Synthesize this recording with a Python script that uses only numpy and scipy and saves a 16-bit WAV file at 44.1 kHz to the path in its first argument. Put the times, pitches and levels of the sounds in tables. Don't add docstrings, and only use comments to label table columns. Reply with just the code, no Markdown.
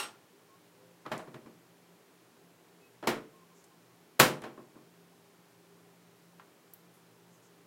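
import sys
import numpy as np
from scipy import signal
from scipy.io import wavfile
from scipy.ndimage import uniform_filter1d

SR = 44100
rng = np.random.default_rng(int(sys.argv[2]) if len(sys.argv) > 2 else 0)


def int16_out(signal):
    q = np.round(np.clip(np.atleast_2d(signal).T, -1, 1) * 32767)
    wavfile.write(sys.argv[1], SR, q.astype(np.int16))


N = 337806
AGE_S = np.arange(int(.8 * SR)) / SR
EDGES_HZ = np.geomspace(25, 16500, 25)
CENTRES_HZ = np.sqrt(EDGES_HZ[1:] * EDGES_HZ[:-1])
BANDS = [signal.butter(2, pair, "band", fs=SR, output="sos") for pair in zip(EDGES_HZ, EDGES_HZ[1:])]


def from_db(db):
    return 10 ** (np.asarray(db) / 20)


def unit_rms(x):
    return x / np.sqrt(np.mean(x ** 2) + 1e-20)


def at_hz(points, hz):
    freqs, values = np.transpose(points)
    return np.interp(np.log(hz), np.log(freqs), values)


def decay(t60_s):
    return np.exp(-np.log(1000) * AGE_S / t60_s)


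def add(track, time_s, sound):
    start = max(0, round(time_s * SR))
    track[start:start + len(sound)] += sound[:N - start]


def resonate(x, hz, *widths_hz):
    for width_hz in widths_hz:
        r = np.exp(-np.pi * width_hz / SR)
        feedback = [1, -2 * r * np.cos(2 * np.pi * hz / SR), r * r]
        x = signal.lfilter(np.array([1, 0, -1]) * (1 - r * r) / 2, feedback, x)
    return x


def ring(modes, scatter_db):
    return np.array([from_db(db + scatter_db * rng.standard_normal()) * decay(t60_s)
                     * np.sin(2 * np.pi * (hz * AGE_S + rng.random())) for hz, db, t60_s in modes])


# (frequency [Hz], relative density [dB])
AIR_SPECTRUM = [(18, -73), (30, -42), (90, -27), (111, -11), (145, -10), (174, -6), (203, -20.5),
                (226, -9.5), (335, -7), (392, -7.5), (496, -12), (931, -14), (1030, -15.5), (3940, -24.5),
                (15800, -30.5)]
# (frequency [Hz], level [dB], resonator width [Hz])
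HUM_LINES = [(173.2, -72.5, 12.3), (400.1, -72, 11.8), (312.3, -82, 9), (119.5, -78.5, 4.8)]


def background(air_db=-63.2, rumble_cut_hz=70, fan_hz=172.2, fan_db=-71):
    white = rng.standard_normal((2, N))
    air = sum(from_db(at_hz(AIR_SPECTRUM, hz)) * signal.sosfilt(band, white[k % 2])
              for k, (band, hz) in enumerate(zip(BANDS, CENTRES_HZ)))
    air = signal.sosfilt(signal.butter(1, rumble_cut_hz, "high", fs=SR, output="sos"), air)
    hum = sum(from_db(db) * unit_rms(resonate(rng.standard_normal(N), hz, width_hz, width_hz))
              for hz, db, width_hz in HUM_LINES)
    fan = from_db(fan_db) * unit_rms(np.sin(2 * np.pi * fan_hz * np.arange(N) / SR))
    return from_db(air_db) * unit_rms(air) + hum + fan


# (time [s], length before stretch [s], level [dB], pitch [Hz])
PEEP_EVENTS = [(0.475, 0.086, -65, 1080), (0.74, 0.17, -66.5, 513), (2.795, 0.082, -69, 2573),
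               (3.308, .082, -65.5, 1070), (3.405, 0.035, -63.5, 1050), (3.495, 0.043, -67.5, 1048),
               (3.701, 0.039, -66, 1057), (3.885, 0.064, -71.5, 1110)]


def peeps(track, stretch=1.3, waver=0.0059):
    for time_s, length_s, db, hz in PEEP_EVENTS:
        envelope = np.sin(np.pi * np.minimum(AGE_S / (stretch * length_s), 1))
        wobble = unit_rms(uniform_filter1d(rng.standard_normal(len(AGE_S)), size=600))
        tone = np.sin(2 * np.pi * np.cumsum(hz * (1 + waver * wobble)) / SR)
        add(track, time_s, from_db(db) * envelope * unit_rms(tone))


# (time [s], length [s], level [dB])
RUSTLE_EVENTS = [(3.53, 0.11, -69.5), (7.29, 0.11, -74), (7.41, 0.083, -70.5)]


def rustles(track, hz=6600, width_hz=1800):
    for time_s, length_s, db in RUSTLE_EVENTS:
        envelope = np.sin(np.pi * np.minimum(AGE_S / length_s, 1))
        hiss = resonate(rng.standard_normal(len(AGE_S)), hz, width_hz, 2 * width_hz)
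        add(track, time_s, from_db(db) * envelope * unit_rms(hiss))


def burst(hz, decay_ms, width_hz=4500, room_db=-21, room_t60_s=0.27):
    envelope = np.hypot(np.exp(-AGE_S * 1000 / decay_ms), from_db(room_db) * decay(room_t60_s))
    noise = resonate(rng.standard_normal(len(AGE_S)), hz, width_hz, 2 * width_hz)
    return envelope * unit_rms(noise)


# (time [s], level [dB], centre [Hz], 1/e decay [ms])
BURST_EVENTS = [(1.179, -39.5, 7250, 0.77), (3.640, -59, 6800, 9.0), (4.419, -51, 8000, 2.5),
                (6.736, -43, 13800, 4.5), (6.938, -67, 10900, 37)]


def small_contacts(track, tap_s=6.397, tap_db=-49.5):
    for time_s, db, hz, decay_ms in BURST_EVENTS:
        add(track, time_s, from_db(db) * burst(hz, decay_ms))
    tap = burst(hz=1010, decay_ms=7.9, width_hz=690, room_db=-7.5, room_t60_s=0.24)
    add(track, tap_s, from_db(tap_db) * tap)


def seating(build_ms):
    return np.minimum(AGE_S * 1000 / max(build_ms, .3), 1) ** 2


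# (frequency [Hz], t60 [s])
ROOM_T60 = [(50, 0.083), (130, 0.56), (500, 0.38), (1500, 0.29), (4000, 0.25), (8000, 0.25), (15000, .19)]


def wash(gains, build_ms, crack_db, crack_t60_s, grit_db=7.0):
    flutter = unit_rms(uniform_filter1d(rng.standard_normal(len(AGE_S)), size=24))
    crack = from_db(crack_db) * decay(crack_t60_s) * unit_rms(from_db(grit_db * flutter))
    white = rng.standard_normal((2, len(AGE_S))) * seating(build_ms)
    return sum(gain * signal.sosfilt(band, white[k % 2] * np.hypot(crack, decay(at_hz(ROOM_T60, hz))))
               for k, (band, hz, gain) in enumerate(zip(BANDS, CENTRES_HZ, gains)))


# (frequency [Hz], relative level [dB], t60 [s])
TOOL_MODES = [(392.4, -5, 0.32), (841, -6.5, 0.33), (1386, -4, .27), (1398, -4, 0.33), (2760, 9.5, 0.053),
              (3820, -3, 0.16), (4120, -3, 0.14), (5560, -2, 0.18), (8205, -0.5, .19), (11200, -3.5, 0.16),
              (12680, -13, 0.18), (15000, -14, .19)]
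# (frequency [Hz], relative density [dB])
CRASH_SPECTRUM = [(30, -29), (150, -24), (280, -7), (400, -8), (650, -8.5), (1300, 0), (1900, -10),
                  (2800, -3), (4000, -8.5), (6500, -12), (10000, -17.5), (15000, -29)]
# (time [s], crash gain [dB], ring gain [dB])
CLANK_EVENTS = [(0.000, -25.5, -40.5), (0.030, -32.5, -47.5)]


def tool_clanks(track):
    for time_s, crash_db, ring_db in CLANK_EVENTS:
        gains = from_db(at_hz(CRASH_SPECTRUM, CENTRES_HZ) + crash_db)
        crash = wash(gains, build_ms=0.52, crack_db=-6.0, crack_t60_s=0.043)
        ringing = from_db(ring_db) * ring(TOOL_MODES, scatter_db=0).sum(axis=0)
        add(track, time_s, crash + ringing)


def blow_colour(hz, bass_db, tilt_db_oct, bass_hz=190, bass_octaves=1.37, treble_hz=1000):
    bass = np.exp(-(np.log2(hz / bass_hz) / bass_octaves) ** 2)
    treble_octaves = np.log2(1 + (hz / treble_hz) ** 2) / 2
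    return from_db(bass_db * bass + tilt_db_oct * treble_octaves)


# (frequency [Hz], relative level [dB], t60 [s])
CABINET_MODES = [(121, -12, .4), (135, -5, .37), (173, -14, .4), (224, -2, .42), (240, -6, .35),
                 (311, 0, .38), (345, -4, .36), (359, -4, .42), (452, -6, .4), (495, -6, .37),
                 (515, -3, .38), (610, -1, .4), (630, -6, .38), (668, -6, .3), (700, -6, .3),
                 (758, -5, .35), (870, -4, .28), (910, -6, .28), (1006, 1, .18), (1057, -3, .28),
                 (1125, -6, .26), (1199, -6, .28), (1311, -6, .27), (1373, -8, .22), (1437, -7, .2),
                 (1485, -9, .32), (1575, -8, .3), (2283, -7, .13), (2745, -9, .2)]
# (frequency [Hz], relative density [dB])
PANEL_SPECTRUM = [(30, -15), (65, -21), (95, -35.5), (135, -3), (220, -8), (330, 0.5), (550, -5.5),
                  (1000, -2), (1600, -2.5), (2700, -5), (4500, -9.5), (7000, -14), (11000, -14.5),
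                  (15500, -15.5)]


def cabinet(bass_db, tilt_db_oct, build_ms, panels_db=-4.0, modes_db=-27.5):
    panel_gains = from_db(at_hz(PANEL_SPECTRUM, CENTRES_HZ) + panels_db)
    panel_gains *= blow_colour(CENTRES_HZ, bass_db, tilt_db_oct)
    mode_gains = from_db(modes_db) * blow_colour(np.array(CABINET_MODES)[:, 0], bass_db, tilt_db_oct)
    modes = mode_gains @ ring(CABINET_MODES, scatter_db=1.2)
    return wash(panel_gains, build_ms, crack_db=4.0, crack_t60_s=0.075) + seating(build_ms) * modes


# (pitch multiple [ratio], resonator width [Hz], relative level [dB])
CLACK_RESONANCES = [(1, 182, 8.5), (1.32, 360, -4.5), (2.8, 703.4, -9.5)]


def clack(pitch_hz, tilt_db_oct, build_ms, rattle_db=-39, room_db=-12, ring_db=-28, ring_cycles=280):
    envelope = seating(build_ms) * np.hypot(decay(t60_s=0.041), from_db(room_db) * decay(t60_s=0.28))
    contact = rng.standard_normal(len(AGE_S)) * envelope
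    rattle = 0
    for multiple, width_hz, db in CLACK_RESONANCES:
        hz = multiple * pitch_hz
        resonance = unit_rms(resonate(contact, hz, width_hz, 4 * width_hz))
        rattle += from_db(db) * blow_colour(hz, 0, tilt_db_oct / 2) * resonance
    note = np.sin(2 * np.pi * pitch_hz * AGE_S) * decay(ring_cycles / pitch_hz) * seating(build_ms)
    return from_db(rattle_db) * unit_rms(rattle) + from_db(ring_db) * note


def blow(force_db, bass_db, tilt_db_oct, clack_db, clack_hz):
    build_ms = 8.2 * from_db(0.63 * force_db)
    body = cabinet(bass_db, tilt_db_oct, build_ms)
    spot = from_db(clack_db) * clack(clack_hz, tilt_db_oct, build_ms)
    return from_db(force_db) * (body + spot)


# (time [s], force [dB], tilt above 1 kHz [dB/octave])
REBOUND_EVENTS = [(1.272, -35, -9), (1.341, -32.5, -5), (1.46, -39, -7.5), (4.419, -31, -5.5),
                  (4.436, -23.5, -5.5), (4.576, -30, -17.5), (4.757, -39, -16)]


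def door_rebounds(track, slam_thump_db=-12, thump_per_db=0.41):
    for time_s, force_db, tilt_db_oct in REBOUND_EVENTS:
        thump_db = slam_thump_db + thump_per_db * force_db
        add(track, time_s, blow(force_db, thump_db - force_db, tilt_db_oct, clack_db=-3, clack_hz=1066))


# (time [s], force [dB], clack pitch [Hz])
PUSH_EVENTS = [ (1.052, -35, 1120), (1.06, -26.5, 1170), (1.114, -16.5, 632), (1.135, -29, 1105),
               (1.193, -28.5, 626), (3.026, -26, 593), (3.037, -26.5, 438), (3.069, -8.5, 440.8),
               (4.191, 0.5, 512.6), ]


def door_pushes(track, bass_db=-1, tilt_per_db=0.29, slam_clack_db=-4, clack_loss_per_db=0.2549):
    for time_s, force_db, clack_hz in PUSH_EVENTS:
        clack_db = slam_clack_db - clack_loss_per_db * force_db
        add(track, time_s, blow(force_db, bass_db, tilt_per_db * force_db, clack_db, clack_hz))


def scene():
    track = background()
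    tool_clanks(track)
    door_pushes(track)
    door_rebounds(track)
    small_contacts(track)
    peeps(track)
    rustles(track)
    return track[None]


def record(dry, cutoff_hz=15900):
    return signal.sosfilt(signal.ellip(12, .1, 90, cutoff_hz, fs=SR, output="sos"), dry)


dry = scene()
out = record(dry)
int16_out(out)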